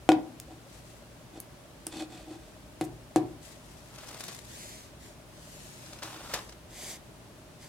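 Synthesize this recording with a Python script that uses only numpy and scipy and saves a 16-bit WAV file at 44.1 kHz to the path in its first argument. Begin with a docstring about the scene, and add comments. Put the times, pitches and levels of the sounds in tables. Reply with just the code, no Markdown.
"""A quiet room hums throughout, and a small mechanism flutters in it. First a painted glass bottle is
set down on a paper-covered table, making the top ring. Small hard things tick on the glass, and a soft
brush gives two short strokes. The bottle pivots on its heel, scraping the paper, and is set down twice
more. Then the brush strokes on varnish, its bristles hissing over the glass, while a rougher rubbing
of cloth comes and goes, snagging as the arm reaches across."""
import sys
import numpy as np
from scipy import signal
from scipy.fft import rfft, irfft, next_fast_len
from scipy.io import wavfile
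from scipy.ndimage import uniform_filter1d, map_coordinates

SR = 44100
rng = np.random.default_rng(int(sys.argv[2]) if len(sys.argv) > 2 else 0)


def generate_wav(signal):
    """Clip the signal to [-1, 1] and save it as 16-bit WAV at the path in sys.argv[1]."""
    frames = np.transpose(np.atleast_2d(signal))
    scaled = np.clip(frames, -1, 1) * 32767
    pcm = np.round(scaled).astype(np.int16)
    wavfile.write(sys.argv[1], SR, pcm)


N = 338989
TIME = np.arange(N) / SR

# The tone colour of each noise. Each row: frequency in Hz, relative level in dB.
AIR_COLOUR = [(15, -32.5), (25, -22), (53, 0.5), (87, -6), (120, -1.5), (200, -5.5), (326, -7.5),
              (516, -13), (607, -8), (677, -12.5), (2110, -21.5), (2550, -21.5), (4870, -25), (9840, -28),
              (16000, -36)]
PAPER_COLOUR = [(900, 0.5), (1800, -4), (2550, -2), (2950, -1.5), (3550, 3.5), (4000, -0.5), (4500, -3),
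                (5500, -3), (6400, -5), (7600, -3), (8800, -5), (10000, -10), (13000, -18), (16000, -29)]
BRISTLE_COLOUR = [(300, 1.5), (800, -2), (1300, -6), (1950, 1.5), (2500, -1.5), (3400, 0), (4700, 0.5),
                  (7300, -0.5), (9500, -2), (11500, -7), (13500, -9), (16000, -25)]
SHEEN_COLOUR = [(2000, -18), (5000, -12), (7000, 2), (9500, -6), (11500, -9), (13500, -9), (16000, -17)]   # the bright hiss of the bristle tips
CLOTH_COLOUR = [(150, -9), (400, -5), (780, 2.5), (1400, 3), (1900, -5.5), (2600, -3), (5000, -7),
                (16000, -21)]
SNAG_COLOUR = [(200, -2), (800, 2), (1500, -0.5), (2000, -2), (3000, -3.5), (5000, -1), (9500, -11),
               (13000, -37), (16000, -50)]
# How alike the two ears' noise is. Each row: frequency in Hz, likeness (1 means the same).
ROOM_LIKENESS = [(50, 0.96), (300, 0.76), (700, 0.46), (2000, 0.077), (8000, 0.034)]
CLOSE_LIKENESS = [(200, 1), (1000, 1), (4000, 0.76), (12000, 0.29)]
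# The room's hum. Each row: pitch in Hz, level in dB.
HUM_TONES = [(56, -65), (119, -59.5), (157, -66)]
# The bottle knocks on the table. Each row: start in seconds, ring level in dB, ring brightness in dB
# per octave, then the levels of the crack, glassy tick, crunch and boom in dB. All levels are relative.
BOTTLE_KNOCKS = [(0.09, -13.5, 2.8, -16, -26.5, -31.5, -14.5), (0.1187, -18.5, -3, -22, -42, -38, -26),
                 (1.8676, -39.5, -7, -38, -26, -43, -52), (2.8112, -25.5, -1.5, -35, -32, -37, -17),
                 (3.16, -16, -2, -48, -25, -31.5, -14)]
# The tones things ring with. Each row: pitch in Hz, relative level in dB, fade time in seconds.
# A fade time (t60) is how long a sound takes to drop by 60 dB.
TABLE_TONES = [(248, -27, 1), (270, -62, 0.13), (340, -37, 0.23), (316.3, 2, 0.17), (334, -4, 0.21),
               (366, -17.5, 0.5), (432, -14, 0.2), (506, -8.5, 0.089), (568, -11.5, 0.075),
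               (614, -12, 0.069), (658, -12.5, 0.096), (719, -8, 0.091), (748, -7, 0.13),
               (761, -21.5, 0.16), (824, -42, .13), (925, -40, 0.11), (970, -24, 0.11), (1090, -30, 0.094),
               (1270, -50, 0.045), (1437, -20.5, 0.072), (2533, -18, 0.034)]   # the table top with the bottle on it
FRAME_TONES = [(120.8, -22.5, 0.35), (158.7, -16.5, 0.2)]   # the deep boom of the table frame
GLASS_TONES = [(1950, -3, .025), (2520, 2, 0.037), (3510, 0, 0.027), (4420, 2, 0.026), (6100, -3, .012),
               (7600, 2, .01)]   # the bottle's wall, damped by the hand
# The room's echo. Each row: frequency in Hz, level in dB, fade time in seconds.
ROOM_ECHO = [(146, -3.5, 0.58), (346, -10, 0.37), (800, -8, 0.4), (2500, -9.5, 0.25), (6000, -11, 0.097),
             (14000, -13, 0.15)]
# Small hard things touch the glass. Each row: start in seconds, relative level in dB, lowest and
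# highest frequency in Hz, fade time in seconds.
GLASS_TICKS = [(0.3999, -30.5, 4800, 10600, 0.0083), (1.402, -30, 8000, 13800, 0.012),
               (1.8677, -28, 6260, 9400, 0.011), (2.84, -47, 6500, 10500, 0.062),
               (2.849, -45, 6430, 10500, 0.026)]
# Movements. Each row: start, time speeding up and time slowing down in seconds, then two relative
# levels in dB, for the two sounds named beside the table.
HEEL_DRAGS = [(.47, 0.051, 0.037, -64, -48), (1.32, 0.05, 0.034, -57.5, -46.5),
              (1.895, 0.084, .09, -43.5, -41.5), (1.993, 0.017, 0.044, -59, -44),
              (2.08, 0.06, 0.035, -52, -50), (2.15, 0.032, .1, -53, -51.5),
              (2.25, 0.076, 0.056, -54, -44.5), (2.36, 0.048, .26, -64, -63)]   # paper scrape, table drone
BRUSH_STROKES = [(.66, 0.098, 0.083, -60.5, -68), (.82, 0.057, 0.18, -64, -67), (3.40, .06, 0.15, -56, -62),
                 (3.54, 0.17, 0.49, -62.5, -72), (3.84, 0.47, 0.19, -52, -59),
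                 (4.40, .22, 0.31, -50.5, -55.5), (4.99, 0.045, 0.13, -57, -68),
                 (5.25, 0.41, .28, -55, -60), (5.74, 0.14, 0.16, -55.5, -67), (6.02, .03, 0.24, -53.5, -66),
                 (6.17, 0.16, 0.21, -52.5, -60), (6.68, 0.23, 0.074, -45.5, -48.5),
                 (7.59, 0.047, .12, -56, -68)]   # bristle hiss, sheen
CLOTH_RUBS = [(3.88, 0.2, .3, -54, -65), (5.8, 0.16, 0.091, -57.5, -48.5), (6.015, 0.014, 0.44, -48.5, -46),
              (6.28, 0.074, 0.059, -45, -44)]   # cloth hiss, table drone
# Tacky varnish makes the bristles catch. Each row: time in seconds, roughness in dB.
TACKINESS = [(3.8, 2), (4.0, 4), (4.35, 5), (4.5, 0.8)]
# The brush moves along the bottle. Each row: time in seconds, echo strength, lean to the left in dB.
BRUSH_PATH = [(4.2, .02, 5.5), (4.6, .05, 1.4), (6.0, .03, 3), (6.7, .33, 0.1)]
# The cloth snags and lets go. Each row: start in seconds, relative burst level in dB, the burst's fade
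# time in seconds, relative snap level in dB.
CLOTH_SNAGS = [(3.984, -47, 0.09, -46), (4.086, -49, .03, -42.5), (4.145, -42.5, 0.022, -44),
               (4.188, -45, 0.019, -49), (4.208, -38, 0.037, -38), (4.238, -43.5, 0.043, -35.5),
               (4.282, -40.5, 0.14, -36), (4.347, -57, 0.044, -40), (5.862, -46, .03, -58),
               (5.932, -41, 0.033, -46), (5.989, -45, .025, -50), (6.024, -40, 0.12, -56),
               (6.032, -39, 0.03, -39), (6.339, -27, 0.099, -28), (6.495, -42, 0.025, -51),
               (6.525, -44.5, 0.032, -58)]


def from_db(db):
    """Turn decibels into a number to multiply a sound by."""
    return np.exp(np.asarray(db) * np.log(10) / 20)


def rms_one(x):
    """Scale a sound to an average power of 1."""
    return x / np.sqrt(np.mean(x ** 2) + 1e-20)


def at_hz(table, hz, column=1):
    """Look up a frequency in a table, gliding between rows on a scale of octaves."""
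    table = np.array(table)
    return np.interp(np.log(np.maximum(hz, 1)), np.log(table[:, 0]), table[:, column])


def drift(rate):
    """A random wobble of size about 1 that turns about rate times a second."""
    points = rng.standard_normal(int(N / SR * rate) + 2)
    return rms_one(np.interp(TIME * rate, np.arange(len(points)), points))


def band(x, low_hz, high_hz, order=2):
    """Keep what lies between two frequencies; a higher order cuts more sharply."""
    return signal.sosfilt(signal.butter(order, [low_hz, high_hz], "band", fs=SR, output="sos"), x)


def panned(x, left_db):
    """Make the left side louder than the right by left_db."""
    return x * from_db(np.array([[left_db], [-left_db]]) / 2)


def stereo(mid, side):
    """Make left and right from what they share (mid) and what sets them apart (side)."""
    return mid + side * [[1], [-1]]


def delayed(x, ms):
    """Play one channel ms milliseconds late, or early if ms is negative."""
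    return map_coordinates(x, [np.arange(N) - ms * SR / 1000], order=3)


def delay_right(x, ms):
    """Shift only the right ear's sound in time."""
    return np.array([x[0], delayed(x[1], ms)])


def add(out, start_s, sound):
    """Mix a short sound in at start_s."""
    start = round(start_s * SR)
    out[..., start:start + sound.shape[-1]] += sound[..., :N - start]


def hiss(colour, likeness, grain=1.):
    """Stereo noise, roughened by grain (a fast flicker in level) and then given its colour."""
    size = next_fast_len(N)
    hz = np.fft.rfftfreq(size, 1 / SR)
    noise = rng.standard_normal((2, N)) * grain
    mid, side = rfft(noise, size) * from_db(at_hz(colour, hz)) * (hz > 20)
    alike = at_hz(likeness, hz)
    spectrum = stereo(np.sqrt(1 + alike) * mid, np.sqrt(1 - alike) * side)
    return rms_one(irfft(spectrum, size)[:, :N])


def gesture(moves, curve, column=3):
    """Loudness of movements that speed up and come to rest: it follows speed to the power curve."""
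    power = np.zeros(N)
    for move in moves:
        start, rise, fall = move[:3]
        inside = slice(*np.searchsorted(TIME, [start, start + rise + fall]))
        angle = np.interp(TIME[inside] - start, [0, rise, rise + fall], [0, np.pi / 2, np.pi])
        speed = np.abs(np.sin(angle))
        power[inside] += (from_db(move[column]) * speed ** curve) ** 2
    return np.sqrt(power)


def air_and_hum():
    """Moving air hisses softly under a low, wavering hum."""
    out = from_db(-51.16) * hiss(AIR_COLOUR, ROOM_LIKENESS)
    for hz, db in HUM_TONES:
        level = from_db(db + 2.0 * drift(rate=2.7))
        out += level * np.sin(2 * np.pi * hz * TIME + 0.71 * drift(rate=6))
    return out


def flutter(per_second=11.0, pitch_hz=605, level_db=-50.5, spread_db=2.4, width_s=0.0042):
    """A small mechanism gives faint, nearly regular pips, each with its own strength and pitch."""
    out, t = np.zeros(N), TIME[:SR // 20]
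    swell = np.exp(-.5 * ((t - t.mean()) / width_s) ** 2)
    count = int((N / SR - .1) * per_second)
    for k, (late, strength, detune) in enumerate(rng.standard_normal((count, 3))):
        pip = swell * np.sin(2 * np.pi * pitch_hz * (1 + 0.024 * detune) * t)
        add(out, abs(k / per_second + 0.00306 * late), from_db(level_db + spread_db * strength) * pip)
    return out


def struck(tones, tilt_db=0):
    """One tap sets off fading tones; a positive tilt_db (per octave) favours the high ones."""
    hz, db, t60 = np.array(tones).T[:, :, None]
    t = TIME[:SR // 2]
    level = from_db(db + tilt_db * np.log2(hz / 320))
    return np.sum(level * from_db(-60 * t / t60) * np.sin(2 * np.pi * hz * t), axis=0)


def crack(low_hz, high_hz, t60, width, order=1):
    """Tiny fractures at a contact give a short burst of noise; width spreads it between the ears."""
    t = TIME[:SR // 5]
    mid, side = rng.standard_normal((2, len(t)))
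    fade = from_db(-60 * t / t60)
    burst = band(stereo(mid, width * side) * fade, low_hz, high_hz, order)
    return rms_one(burst) * np.sqrt(np.mean(fade ** 2))


def knocks():
    """The bottle cracks and crunches where it lands, rings the table top and makes the frame boom."""
    out = np.zeros((2, N))
    boom = band(struck(FRAME_TONES), low_hz=97, high_hz=175)
    for start, ring_db, tilt_db, crack_db, tick_db, crunch_db, boom_db in BOTTLE_KNOCKS:
        # a flat panel gives off little bass
        ring = band(struck(TABLE_TONES, tilt_db), low_hz=297, high_hz=3460, order=3)
        contact = from_db(crack_db) * crack(low_hz=2180, high_hz=4470, t60=0.0093, width=0.13, order=2)
        tick = from_db(tick_db) * crack(low_hz=6900, high_hz=9850, t60=0.0083, width=0.4, order=2)
        crunch = from_db(crunch_db) * crack(low_hz=600, high_hz=2820, t60=0.071, width=0.47)
        add(out, start, panned(from_db(ring_db) * ring + from_db(boom_db) * boom, left_db=1.5))
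        add(out, start, tick + panned(contact + crunch, left_db=-0.5))
    return out


def room(x, echo_s=.0098, build_s=0.011):
    """The room answers with one near echo and a wash of echoes that dies sooner in the treble."""
    t = TIME[:SR * 3 // 4]
    response = np.zeros((2, len(t)))
    edges_hz = np.geomspace(70, 18000, num=9)
    for low, high in zip(edges_hz, edges_hz[1:]):
        hz = np.sqrt(low * high)
        alike = at_hz(ROOM_LIKENESS, hz)
        mid, side = band(rng.standard_normal((2, len(t))), low, high)
        fade = from_db(-60 * t / at_hz(ROOM_ECHO, hz, column=2)) * (1 - np.exp(-t / build_s))
        tail = stereo(np.sqrt((1 + alike) / 2) * mid, np.sqrt((1 - alike) / 2) * side)
        response += from_db(at_hz(ROOM_ECHO, hz)) * tail * fade / np.linalg.norm(fade)
    near_echo = band(signal.unit_impulse(SR // 100), low_hz=1500, high_hz=15000, order=1)
    add(response, echo_s, from_db(-17) * near_echo)
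    return signal.fftconvolve(x, response, axes=1)[:, :N]


def ticks():
    """Finger rings and the brush handle touch the glass with short, bright clicks."""
    out = np.zeros((2, N))
    for start, level_db, low_hz, high_hz, t60 in GLASS_TICKS:
        add(out, start, from_db(level_db) * crack(low_hz, high_hz, t60, width=0.27))
    return panned(out, left_db=1.5)


def glass_ring(grain):
    """Rubbing keeps the bottle's wall ringing, a little differently in each ear."""
    mid, side = rng.standard_normal((2, N)) * grain
    friction = stereo(mid, 0.34 * side)
    return rms_one(signal.oaconvolve(friction, struck(GLASS_TONES)[None], axes=1)[:, :N])


def table_drone(grain):
    """Rubbing keeps the table top's tones ringing."""
    ring = band(struck(TABLE_TONES, tilt_db=0.9), low_hz=220, high_hz=1050)
    return rms_one(signal.oaconvolve(rng.standard_normal(N) * grain, ring)[:N])


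def drags(curve=1.3):
    """The bottle's heel sticks and slips: the paper hisses, the glass rings and the table drones."""
    slips = from_db(2.6 * drift(rate=300))
    paper = from_db(-1.5) * hiss(PAPER_COLOUR, CLOSE_LIKENESS, slips)
    glass = from_db(-6) * glass_ring(slips)
    drone = gesture(HEEL_DRAGS, curve, column=4) * table_drone(slips)
    return gesture(HEEL_DRAGS, curve) * (paper + glass) + panned(drone, left_db=1.0)


def brush():
    """Wet bristles slide over the glass with a fine hiss, crackling where the varnish is tacky."""
    roughness_db = np.interp(TIME, *np.transpose(TACKINESS))
    grain = from_db(roughness_db * (drift(rate=1300) + 0.81 * drift(rate=130)))
    grain /= np.sqrt(uniform_filter1d(grain ** 2, size=4000))   # rougher, but no louder
    bristles = gesture(BRUSH_STROKES, curve=0.97) * hiss(BRISTLE_COLOUR, CLOSE_LIKENESS, grain)
    # the sheen needs speed, so it swells later and more steeply
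    sheen = gesture(BRUSH_STROKES, curve=1.8, column=4) * hiss(SHEEN_COLOUR, CLOSE_LIKENESS, grain)
    return from_db(2.5) * bristles + from_db(1.5) * sheen


def off_glass(x, echo_ms=.72, right_early_ms_per_db=0.28):
    """A quick echo off the bottle colours the sound, which shifts sideways with the brush."""
    times, *columns = np.transpose(BRUSH_PATH)
    strength, left_db = (np.interp(TIME, times, column) for column in columns)
    echo = strength * np.array([delayed(ear, echo_ms) for ear in x])
    coloured = (x - echo) / np.hypot(1, strength)
    leaning = coloured * from_db(np.array([left_db, -left_db]) / 2)
    return delay_right(leaning, ms=-right_early_ms_per_db * left_db)


def rubs(curve=0.81):
    """Cloth catches in uneven clumps, darker and rougher than the brush, and the table drones."""
    grain = from_db(1.8 * drift(rate=900) + 2.1 * drift(rate=130))
    cloth = from_db(2.5) * gesture(CLOTH_RUBS, curve) * hiss(CLOTH_COLOUR, CLOSE_LIKENESS, grain)
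    drone = from_db(-9.5) * gesture(CLOTH_RUBS, curve, column=4) * table_drone(grain)
    return panned(cloth + drone, left_db=0.5)


def snags(attack_s=0.0024):
    """Each snag lets go with a sharp snap and a gritty, dying burst."""
    burst_level, snaps = np.zeros(N), np.zeros((2, N))
    for start, burst_db, t60, snap_db in CLOTH_SNAGS:
        age = TIME - start
        rise_then_fall = np.minimum(age / attack_s, -np.log(1000) * age / t60)
        burst_level += from_db(burst_db) * np.exp(np.maximum(rise_then_fall, -20))
        snap = crack(low_hz=2240, high_hz=11200, t60=0.036, width=0.62, order=2)
        add(snaps, start, from_db(snap_db) * snap)
    grain = from_db(2.5 * drift(rate=1500))
    bursts = burst_level * hiss(SNAG_COLOUR, CLOSE_LIKENESS, grain)
    return panned(snaps + bursts, left_db=2.5)


def scene():
    """The work at the table, its echo in the room and the quiet background."""
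    work = knocks() + drags() + ticks() + off_glass(brush())
    work += delay_right(rubs() + snags(), ms=0.064)   # the left ear is nearer and hears it first
    return work + room(work) + panned(air_and_hum() + flutter(), left_db=0.75)


def record(dry, cutoff_hz=16200):
    """Cut away the very highest treble steeply."""
    return signal.sosfilt(signal.ellip(10, .1, 80, cutoff_hz, fs=SR, output="sos"), dry)


dry = scene()
out = record(dry)
generate_wav(out)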